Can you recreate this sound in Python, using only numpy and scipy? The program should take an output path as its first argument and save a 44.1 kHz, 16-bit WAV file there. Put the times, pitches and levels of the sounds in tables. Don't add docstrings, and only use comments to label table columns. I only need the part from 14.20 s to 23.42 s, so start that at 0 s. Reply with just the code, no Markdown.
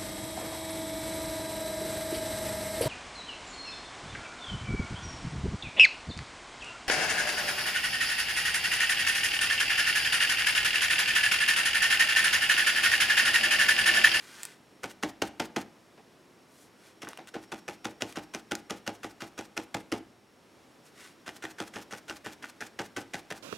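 import sys
import numpy as np
from scipy import signal
from scipy.fft import rfft, irfft
from scipy.io import wavfile

SR = 44100
rng = np.random.default_rng(int(sys.argv[2]) if len(sys.argv) > 2 else 0)


def store_pcm(level_fs):
    pcm = np.round(np.clip(level_fs, -1, 1) * 32767).astype(np.int16)
    wavfile.write(sys.argv[1], SR, np.atleast_2d(pcm).T)


N = 406818
BLOCK = 8192

# (f/Hz, level/dB)
HUM_COLOUR = [(25, -26), (60, -13.5), (110, -3), (160, -2), (230, 1.5), (350, 1.5), (500, -3), (800, -6.5),
              (2000, -12), (5000, -18.5), (11000, -25.5), (16000, -35)]
RUB_COLOUR = [(100, -24), (800, -3), (1600, 6.5), (3000, 1), (6000, -2), (10000, -5.5), (13000, -13),
              (16000, -23)]
FLICK_COLOUR = [(80, -28), (500, -20), (1500, 2.5), (3000, -1), (4200, -4.5), (6000, -1.5), (10000, -4),
                (13000, -14), (16000, -16)]
BRISTLE_COLOUR = [(80, -33.5), (400, 2.5), (900, -5.5), (1500, -0.5), (3000, -1.5), (4200, -9.5),
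                  (5800, -7), (8000, -11.5), (11500, -17), (15500, -28.5)]
SLAP_COLOUR = [(80, -28), (400, 3), (900, -2), (1500, 0), (3000, 0.5), (4200, -7), (5800, -2.5),
               (8000, -15), (11500, -20.5), (15500, -35)]
THUD_COLOUR = [(30, -36.5), (60, -29), (110, -2.5), (200, 2.5), (320, 10.5), (520, -2.5), (800, -0.5),
               (1200, -34.5), (2000, -37), (4000, -34), (10000, -52)]
CHATTER_COLOUR = [(60, -38), (150, -4), (320, 2.5), (550, -4.5), (820, 2.5), (1150, -13), (2000, -11.5),
                  (5000, -22), (12000, -45)]
PASTE_COLOUR = [(100, -33), (600, 5), (1600, 7.5), (3500, 2.5), (6000, 2), (10000, -3), (13000, -7),
                (16000, -14)]
# (f/Hz, level/dB)
HUM_WIDTH = [(30, -9), (70, -13), (200, -13), (700, -10), (2400, -10), (4400, -18), (8000, -35),
             (15000, -35)]
# (t/s, level/dB)
HUM_DRIFT = [(0, -3.2), (5.8, -3.5), (6.019, -6), (6.4, -2.5), (9.2, -2)]
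# (t/s, level/dB)
WHINE_LEVELS = [(0, -78), (2.1, -81), (3.3, -72), (6, -80), (7.3, -76), (9.2, -79)]
# (loudest t/s,
# rise/s, fall/s, level/dB, treble/dB)
SLIDES = [(.22, 0.46, 0.17, -50, 0.5), (2.419, 0.16, .08, -61, 18), (2.67, .12, .08, -59, 2),
          (2.9, 0.067, 0.12, -55.5, -7), (3.085, 0.017, 0.019, -48.5, 0), (3.891, 0.044, 0.076, -52.5, 3),
          (6.665, 0.029, 0.048, -59, 10), (6.83, 0.096, 0.12, -51, 0)]
# (t/s, level/dB, treble/dB)
FLICKS = [(0.2313, -33, 17), (.2513, -34, 6), (2.8704, -38, -52), (2.8778, -44, -49), (2.887, -40.5, 11),
          (2.9314, -42, -23), (2.9732, -42, -8), (3.0722, -47.5, 0), (3.924, -46, -2), (4.3518, -31.5, 3),
          (7.967, -55, 15)]
# (knock t/s, time for the tips to flatten/s, time held down/s, thud level/dB, slap level/dB)
DABS = [(0.6411, 0.0079, 0.071, -41, -30), (0.8343, 0.0067, 0.062, -35, -24.5),
        (1.0216, 0.0029, 0.055, -34.5, -23.5), (1.201, 0.0034, 0.054, -33.5, -28),
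        (1.366, 0.0042, .051, -33.5, -30), (2.8309, 0.012, 0.082, -46.5, -41.5),
        (3.151, .010, 0.089, -39.5, -78), (3.3255, 0.007, .064, -40.5, -36),
        (3.4865, 0.0067, 0.057, -41.5, -35.5), (3.6538, 0.0087, 0.057, -37.5, -29),
        (3.821, 0.013, 0.076, -37, -25), (3.9705, 0.013, 0.068, -39.5, -35),
        (4.1477, 0.0099, 0.049, -41.5, -31), (4.3191, .0075, 0.076, -36, -26),
        (4.5068, 0.0088, .073, -38, -30), (4.6764, 0.011, 0.078, -37.5, -28),
        (4.8444, 0.012, 0.068, -42.5, -35), (5.0193, .014, .058, -42.5, -35.5),
        (5.19, .012, 0.064, -41.5, -35.5), (5.376, 0.0088, 0.062, -37.5, -27.5),
        (5.5474, 0.0038, 0.06, -35, -36.5), (5.7238, 0.0058, 0.058, -34, -28.5),
        (7.0785, .016, 0.091, -47.5, -36), (7.239, .015, .074, -43, -37), (7.4017, 0.017, 0.079, -39, -32),
        (7.559, 0.021, .067, -42, -38), (7.725, 0.016, 0.058, -45.5, -38.5),
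        (7.8966, .015, 0.074, -43, -33.5), (8.0616, .016, 0.071, -43.5, -36.5),
        (8.2358, 0.011, 0.063, -54, -50), (8.4139, 0.0076, 0.054, -46, -37),
        (8.5956, 0.0058, 0.065, -38, -33.5), (8.771, 0.0069, 0.044, -39, -33.5),
        (8.943, 0.0071, 0.051, -40.5, -32), (9.1119, 0.0082, 0.065, -42, -35)]
# (start t/s, crush level/dB, lift level/dB, pop level/dB, card's ring f/Hz, chatter over thud/dB)
RUNS = [(.5, -44, -46, -49, 1370, -1.5), (2.7, -45.5, -53, -64, 1350, -4), (6.9, -42, -48, -41, 1624, -5)]
# (f/Hz, relative level/dB, time to fade by 60 dB/s)
TABLE_TONES = [(57, -18, .3), (75, -18, .3), (110, -8, .27), (167, -15, .24), (196, -7, .23),
               (221, -3, .24), (275, -1, .23), (303, -2, .22), (322, 1, .24), (363, -4, .22),
               (428, -4, .22), (479, -6, .21), (560, -9, .2), (592, -6, .21), (703, -7, .2), (790, -4, .19),
               (824, -1, .2), (899, -7, .19), (969, -11, .18), (1066, -12, .18), (1244, -9, .18)]
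# (earliest t/s, latest t/s)
POP_DELAY = (0.0058, 0.015)
# (t/s, level/dB)
BUMPS = [(1.775, -54.5), (2.875, -46), (2.985, -45.5)]
# (f/Hz, time to fade by 60 dB/s)
ROOM_DECAY = [(100, 0.91), (260, 0.32), (700, 0.42), (1840, 0.44), (4850, 0.32), (12000, 0.085)]

SNAP_S, THUD_S = .0035, .03


def gain_of(db):
    return 10 ** (np.asarray(db) / 20)


def unit(x):
    return x / np.sqrt(np.sum(x ** 2) + 1e-20)


def value_at(points, hz):
    f, value = np.transpose(points)
    return np.interp(np.log(hz + 1), np.log(f), value)


def add(mix, s, sound):
    start = round(s * SR)
    sound = sound[max(-start, 0):]
    part = mix[max(start, 0):][:len(sound)]
    part += sound[:len(part)]


def click(colour, treble_db=0, card_hz=1500, card_db=0, card_width_hz=240):
    hz = np.fft.rfftfreq(BLOCK, 1 / SR)
    db = value_at(colour, hz) + treble_db * hz ** 2 / (hz ** 2 + 4000 ** 2)
    db += card_db / (1 + ((hz - card_hz) / card_width_hz) ** 2)
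    cepstrum = irfft(np.log(gain_of(db)))
    cepstrum[1:BLOCK // 2] *= 2
    cepstrum[BLOCK // 2 + 1:] = 0
    return unit(irfft(np.exp(rfft(cepstrum)))[:BLOCK // 2])


def crackle(envelope, grain, per_s, spread_db):
    count = len(envelope)
    size = gain_of(spread_db * np.minimum(rng.exponential(1, count), 4))
    sign = rng.choice([-1, 1], count)
    hits = rng.random(count) < per_s / SR
    kicks = size * sign * (hits + 0.06)
    return unit(signal.fftconvolve(kicks * envelope, grain)) * np.linalg.norm(envelope)


def hum(base_db=-55.5):
    hz = np.fft.rfftfreq(N, 1 / SR)
    middle, side = rfft(rng.standard_normal((2, N))) * gain_of(value_at(HUM_COLOUR, hz))
    side *= gain_of(value_at(HUM_WIDTH, hz))
    pair = np.sqrt(2 * N) * unit(irfft(np.array([middle + side, middle - side]), N))
    drift_db = np.interp(np.arange(N) / SR, *np.transpose(HUM_DRIFT))
    return gain_of(base_db + drift_db) * pair


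def whine(centre_hz=5530, width_hz=45):
    hz = np.fft.rfftfreq(N, 1 / SR)
    tone = irfft(rfft(rng.standard_normal(N)) / (1 + ((hz - centre_hz) / width_hz) ** 2), N)
    db = np.interp(np.arange(N) / SR, *np.transpose(WHINE_LEVELS))
    return gain_of(db) * np.sqrt(N) * unit(tone)


def slides():
    out = np.zeros(N)
    for s, rise, fall, db, treble_db in SLIDES:
        envelope = np.interp(np.arange(-rise, fall, 1 / SR), [-rise, 0, fall], [0, 1, 0])
        rub = crackle(envelope, click(RUB_COLOUR, treble_db), per_s=12000, spread_db=4.5)
        add(out, s - rise, gain_of(db) * rub)
    return out


def snap(db, grain, fade_s):
    t = np.arange(BLOCK // 32) / SR
    envelope = unit(t * np.exp(-t / (fade_s / 2)))
    return gain_of(db) * np.sqrt(SNAP_S * SR) * crackle(envelope, grain, per_s=9000, spread_db=2.9)


def flicks():
    out = np.zeros(N)
    for s, db, treble_db in FLICKS:
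        add(out, s + 0.000975, snap(db, click(FLICK_COLOUR, treble_db), fade_s=0.00082))
    return out


def touch(s, db, flatten_s, grain, softness=0.13, graze_db=-17):
    t = np.arange(-int(2 * flatten_s * SR), 0) / SR
    landing = .5 + .5 * np.tanh((t / flatten_s + 1) / softness)
    graze = gain_of(graze_db) * np.hanning(len(t))
    return s + t[0], gain_of(db) * crackle(landing + graze, grain, per_s=6000, spread_db=0.9)


def thud(db, ring_db=-2, push_db=-4, travel_s=0.004966, edge_db=-5):
    t = np.arange(2 * BLOCK) / SR
    hz, tone_db, decay_s = np.transpose(TABLE_TONES)[:, :, None]
    spot_db, phase = rng.standard_normal((2, len(TABLE_TONES), 1))
    tones = gain_of(tone_db + spot_db - 60 * t / decay_s) * np.sin(2 * np.pi * (hz * t + phase))
    sound = gain_of(ring_db) * unit(tones.sum(0) * (1 - np.exp(-t / 0.0013)))
    push_hz = np.fft.rfftfreq(BLOCK // 2, 1 / SR)
    delay = np.exp(-4j * np.pi * travel_s * np.sqrt(300 * push_hz))
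    push = gain_of(push_db) * irfft(rfft(click(THUD_COLOUR)) * delay)
    add(sound, -travel_s / 4, push)
    add(sound, rng.uniform(0.0029, 0.01076), gain_of(edge_db) * push)
    return gain_of(db) * np.sqrt(THUD_S * SR) * sound


def chatter(db, rise_s=0.0011, fade_s=0.024):
    t = np.arange(BLOCK) / SR
    envelope = unit((1 - np.exp(-t / rise_s)) * np.exp(-t / fade_s))
    buzz = crackle(envelope, click(CHATTER_COLOUR), per_s=4000, spread_db=3.2)
    return gain_of(db) * np.sqrt(THUD_S * SR) * buzz


def crush(db, grain, fade_s=0.0084, creep_db=-21):
    t = np.arange(BLOCK // 2) / SR
    buckle = np.e * t / fade_s * np.exp(-t / fade_s)
    creep = gain_of(creep_db) * np.hanning(len(t))
    return gain_of(db) * crackle(buckle + creep, grain, per_s=1400, spread_db=4.7)


def pop(db, hz, ring_s=.002, ring_db=-1):
    t = np.arange(BLOCK // 8) / SR
    ring = unit(np.sin(2 * np.pi * hz * t) * np.exp(-t / ring_s))
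    sound = snap(db, click(FLICK_COLOUR, treble_db=-30), fade_s=0.00068)
    add(sound, 0, gain_of(db + ring_db) * np.sqrt(SNAP_S * SR) * ring)
    return sound


def lift(s, db, rise_s=0.018, fall_s=0.0077):
    t = np.arange(-BLOCK // 4, BLOCK // 8) / SR
    envelope = np.exp(np.minimum(t / rise_s, -t / fall_s))
    tearing = crackle(envelope, click(PASTE_COLOUR, treble_db=.4), per_s=2500, spread_db=2.3)
    return s + t[0], gain_of(db) * tearing


def dabs(usual_thud_db=-40.5, usual_touch_db=-40.5, usual_flatten_s=.01):
    crisp, dull = np.zeros((2, N))
    chance = rng.uniform(-1.1, 1, (len(DABS), 4))
    for (s, flatten_s, held_s, thud_db, slap_db), (spot, when, size, pitch) in zip(DABS, chance):
        _, crush_db, lift_db, pop_db, card_hz, chatter_db = [run for run in RUNS if run[0] < s][-1]
        card_hz *= 1 + 0.1 * spot
        force_db = thud_db - usual_thud_db
        speed_db = 20 * np.log10(usual_flatten_s / flatten_s)
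        touch_db = usual_touch_db + 0.33 * force_db + .85 * speed_db
        treble_db = 0.19 * (slap_db - thud_db - 7)
        tip_click = click(BRISTLE_COLOUR, treble_db, card_hz, card_db=9.5)
        slap_click = click(SLAP_COLOUR, treble_db, card_hz, card_db=6.4)
        crush_click = click(BRISTLE_COLOUR, treble_db - 2, card_hz, card_db=5)
        add(crisp, s - flatten_s, snap(touch_db - 1, tip_click, fade_s=0.002))
        add(crisp, *touch(s, touch_db, flatten_s, tip_click))
        add(crisp, s, snap(slap_db, slap_click, fade_s=0.0014))
        add(crisp, s + 0.000975, crush(crush_db + 0.32 * force_db, crush_click))
        pop_s = s + np.interp(when, [-1, 1], POP_DELAY)
        add(crisp, pop_s, pop(pop_db + 3 * size, hz=1690 * (1 + 0.11 * pitch)))
        add(crisp, *lift(s + held_s, lift_db))
        add(dull, s, thud(thud_db))
        add(dull, s, chatter(thud_db + chatter_db))
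    for s, db in BUMPS:
        add(dull, s, chatter(db, rise_s=0.0013))
    return crisp, dull


def room(early_db, tail_db, early_fade_s=0.0036, early_side_db=-27, tail_side_db=-13):
    t = np.arange(2 * BLOCK) / SR
    echoes = rng.choice([-1., 1.], (4, len(t))) * (rng.random((4, len(t))) < 4000 / SR)
    early = echoes[:2] * np.exp(-t / early_fade_s) * (t > .001)
    hz, when, spectrum = signal.stft(echoes[2:] * (t > .005), SR, nperseg=256)
    fade = gain_of(-60 * when / value_at(ROOM_DECAY, hz)[:, None])
    tail = signal.istft(spectrum * fade, SR, nperseg=256)[1][:, :len(t)]
    middle = (t == 0) + gain_of(early_db) * unit(early[0]) + gain_of(tail_db) * unit(tail[0])
    side = gain_of(early_side_db) * unit(early[1]) + gain_of(tail_db + tail_side_db) * unit(tail[1])
    return np.array([middle + side, middle - side])


def scene():
    crisp, dull = dabs()
    crisp = crisp + flicks() + slides()
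    out = hum() + whine()
    for k in range(4):
        share = np.maximum(np.cos(2 * np.pi * np.arange(N) / SR + k * np.pi / 2), 0) ** 2
        out += signal.oaconvolve([crisp * share], room(early_db=-8.5, tail_db=-18.0), axes=1)[:, :N]
        out += signal.oaconvolve([dull * share], room(early_db=-29, tail_db=-15.5), axes=1)[:, :N]
    return out


def record(dry):
    low_pass = signal.firwin(511, 16000, window=("kaiser", 9), fs=SR)
    return signal.oaconvolve(dry, low_pass[None], "same")


dry = scene()
out = record(dry)
store_pcm(out)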